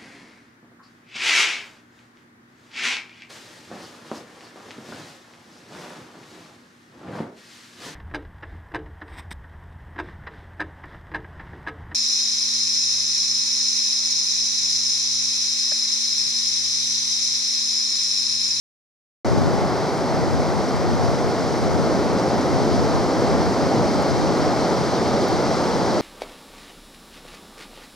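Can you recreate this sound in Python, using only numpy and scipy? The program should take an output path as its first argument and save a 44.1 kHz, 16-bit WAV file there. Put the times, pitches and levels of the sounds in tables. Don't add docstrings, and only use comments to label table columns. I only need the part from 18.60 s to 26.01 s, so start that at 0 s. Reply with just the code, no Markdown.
import sys
import numpy as np
from scipy import signal
from scipy.fft import rfft, irfft, next_fast_len
from scipy.io import wavfile

SR = 44100
rng = np.random.default_rng(int(sys.argv[2]) if len(sys.argv) > 2 else 0)


def to_wav(s):
    ch = np.atleast_2d(s).T
    pcm = np.round(np.clip(ch, -1, 1) * 32767)
    wavfile.write(sys.argv[1], SR, pcm.astype(np.int16))


N = 326781
TIME = np.arange(N) / SR
FFT_SIZE = next_fast_len(N)
FREQS = np.maximum(np.fft.rfftfreq(FFT_SIZE, 1 / SR), 1)


def breakers(lull_db=-22.5, bright_db=0.5):
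    # frequency in Hz, relative level in dB.
    roar_spectrum = [(25, -35), (60, -19), (110, -7.5), (190, -1.04), (325, 0.7), (500, -1), (740, -2.5),
                     (890, -5), (1010, -8.5), (1400, -12.5), (1650, -18.5), (2150, -19.5), (2500, -29),
                     (3500, -49)]
    # peak time in seconds, deep lift in dB, bright lift in dB, length in seconds.
    surges = [(1.02, 0.2, 0.7, 0.64), (1.603, 1.3, 0.3, 0.21), (2.48, 0, 0.5, 0.36),
              (4.05, 0.3, -0.7, 0.35), (4.715, 1.7, 0.5, 0.3), (5.21, 3, 0, 0.25), (5.84, 0, 0.5, 0.22),
              (6.55, 1.8, 0, 0.3)]
    deep_surge_db = sum(lift_db * hump(peak_s, length_s) for peak_s, lift_db, _, length_s in surges)
    bright_surge_db = sum(lift_db * hump(peak_s, length_s) for peak_s, _, lift_db, length_s in surges)
    deep_level_db = lull_db + deep_surge_db + wave_lift(lift_db=3.5, build_s=0.18)
    bright_level_db = lull_db + bright_db + bright_surge_db + wave_lift(lift_db=3.0, build_s=1.8)
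    roar = bubble_noise(roar_spectrum, churn_db=0.1, churn_hz=14)
    return swell(roar, deep_level_db, bright_level_db, split_hz=510)


def wave_lift(lift_db, build_s, break_s=2.86, ebb_db_per_s=0.3):
    age = np.maximum(TIME - break_s, 0)
    return lift_db * (1 - np.exp(-age / build_s)) - ebb_db_per_s * age


def breeze(level_db=-29.5, left_db=2.0, bright_db=-34.0, bright_growth=2.5):
    # frequency in Hz, relative level in dB.
    rumble_spectrum = [(20, -23), (40, -13), (65, 1), (95, 4.5), (160, 4), (240, -7.5), (330, -16),
                       (500, -29), (1000, -42)]
    # peak time in seconds, lift in dB, length in seconds.
    gusts = [(0.81, 10.5, 0.9), (1.72, 8, 0.6), (1.98, 6.5, 0.28), (2.425, 8.5, 0.81), (2.684, 4, 0.14),
             (2.87, 3.5, 0.3), (3.2, 7.5, 0.71), (3.498, 5, 0.28), (3.77, 5, 0.13), (3.925, 2, 0.1),
             (4.15, 7, 0.81), (4.382, 3.5, 0.26), (4.76, 6.5, 0.61), (5.048, 7.5, 0.12), (5.28, 3.5, 0.45),
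             (5.65, 5.5, 0.7), (6.75, 5.5, 0.079), (7.36, 0, 0.2)]
    swirls = irfft(noise_pair(likeness=-0.96) * tone_gain(rumble_spectrum), FFT_SIZE)[:, :N]
    flutter = from_db(0.7 * drift(rate_hz=12))
    balance = from_db([[left_db], [-left_db]])
    rumble = rms_one(swirls * flutter * balance)
    gust_db = sum(lift_db * hump(peak_s, length_s) for peak_s, lift_db, length_s in gusts)
    return swell(rumble, level_db + gust_db, bright_db + bright_growth * gust_db, split_hz=310)


def foam(level_db=-38, top_db=-37.5, top_share=0.23, start_s=1.66, stop_s=6.6, growth_db_per_s=0.72):
    # frequency in Hz, relative level in dB.
    heard_spectrum = [(1410, -11), (2400, -10.5), (2840, -9), (3250, -5.5), (3570, -7), (4000, -3),
                      (4500, -2), (4850, 0), (5200, -2), (5600, -2), (7230, -12.5), (9500, -14.5),
                      (10700, -23.5), (11800, -23.5), (13800, -30.5), (14800, -37), (16000, -51)]
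    # peak time in seconds, lift in dB, length in seconds.
    washes = [(4.08, 1.0, 0.54), (6.9, 0.7, 0.55)]
    spread_db = growth_db_per_s * (np.clip(TIME, start_s, stop_s) - start_s)
    spread_db += sum(lift_db * hump(peak_s, length_s) for peak_s, lift_db, length_s in washes)
    hiss = bubble_noise(heard_spectrum, churn_db=0.58, churn_hz=18)
    return swell(hiss, level_db + spread_db, top_db + top_share * spread_db, split_hz=8500)


def bubble_noise(spectrum, churn_db, churn_hz):
    # frequency in Hz,
    # likeness of the sides from 0 to 1, left phase lead in radians, left minus right level in dB.
    stereo_paths = [(150.0, 0.97, 0.0, 0.0), (380.0, 0.94, 0.0, -0.1), (660.0, 0.965, 0.2, -1.8),
                    (940.0, 0.945, 0.68, 0.0), (1350.0, 0.92, 0.35, 1.6), (1750.0, 0.73, 0.61, 3.7),
                    (2000.0, 0.88, 0.1, 2.8), (3500.0, 0.85, 0.52, 1.5), (5000.0, 0.95, 0.34, 0.2),
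                    (6400.0, 0.85, 0.68, -1.2), (8000.0, 0.64, 1.65, -1.4), (10800.0, 0.77, 3.02, 0.4),
                    (13000.0, 0.47, 0.23, 0.4)]
    likeness, lead, balance_db = at_each_frequency(stereo_paths)
    sides = np.array([[0.5], [-0.5]])
    placement = from_db(sides * balance_db) * np.exp(1j * sides * lead)
    bubbles = noise_pair(likeness) * tone_gain(spectrum) * placement
    octave = np.clip(np.log2(FREQS), 6, 14)
    out = np.zeros((2, N))
    for centre in range(6, 15):
        band = irfft(bubbles * np.maximum(1 - abs(octave - centre), 0), FFT_SIZE)[:, :N]
        out += band * from_db(churn_db * drift(churn_hz))
    return rms_one(out)


def grit_ticks(decay_s=0.0001, low_cut_hz=3000):
    # start in seconds, peak level in dB, left minus right level in dB.
    hits = [(5.4233, -22, 0), (6.6845, -21, -7)]
    age = np.arange(512) / SR
    low_cut = signal.butter(2, low_cut_hz, "high", fs=SR, output="sos")
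    snap = signal.sosfilt(low_cut, np.exp(-age / decay_s))
    snap /= abs(snap).max()
    out = np.zeros((2, N))
    for start_s, peak_db, balance_db in hits:
        at = round(start_s * SR)
        gains = from_db([[peak_db + balance_db / 2], [peak_db - balance_db / 2]])
        out[:, at:at + len(snap)] += gains * snap
    return out


def from_db(db):
    return 10 ** (np.asarray(db) / 20)


def rms_one(x):
    return x / np.sqrt(np.mean(x ** 2) + 1e-20)


def at_each_frequency(rows):
    hz, *columns = np.transpose(rows)
    return [np.interp(np.log(FREQS), np.log(hz), column) for column in columns]


def tone_gain(spectrum):
    below = np.minimum(FREQS / spectrum[0][0], 1)
    above = np.minimum(spectrum[-1][0] / FREQS, 1)
    return from_db(at_each_frequency(spectrum)[0]) * (below * above) ** 2


def drift(rate_hz):
    step, warm_up = 40, 2000
    pole = np.exp(-2 * np.pi * rate_hz * step / SR)
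    noise = rng.standard_normal(N // step + warm_up + 2)
    slow = signal.lfilter([1], [1, -2 * pole, pole * pole], noise)[warm_up:]
    return np.interp(np.arange(N) / step, np.arange(len(slow)), rms_one(slow))


def noise_pair(likeness):
    mid, side = rfft(rng.standard_normal((2, FFT_SIZE)))
    return np.sqrt(1 + likeness) * mid + np.sqrt(1 - likeness) * side * [[1], [-1]]


def swell(x, deep_db, bright_db, split_hz):
    deep = signal.sosfiltfilt(signal.butter(2, split_hz, fs=SR, output="sos"), x)
    return deep * from_db(deep_db) + (x - deep) * from_db(bright_db)


def hump(peak_s, length_s):
    return np.cos(np.pi * np.clip((TIME - peak_s) / length_s, -0.5, 0.5)) ** 2


def scene():
    return breakers() + foam() + breeze() + grit_ticks()


def record(dry, start_s=0.646, fade_s=0.002, cutoff_hz=15600):
    switched_on = np.clip((TIME - start_s) / fade_s, 0, 1)
    high_cut = signal.ellip(10, 0.1, 90, cutoff_hz, fs=SR, output="sos")
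    return signal.sosfilt(high_cut, dry * switched_on)


dry = scene()
out = record(dry)
to_wav(out)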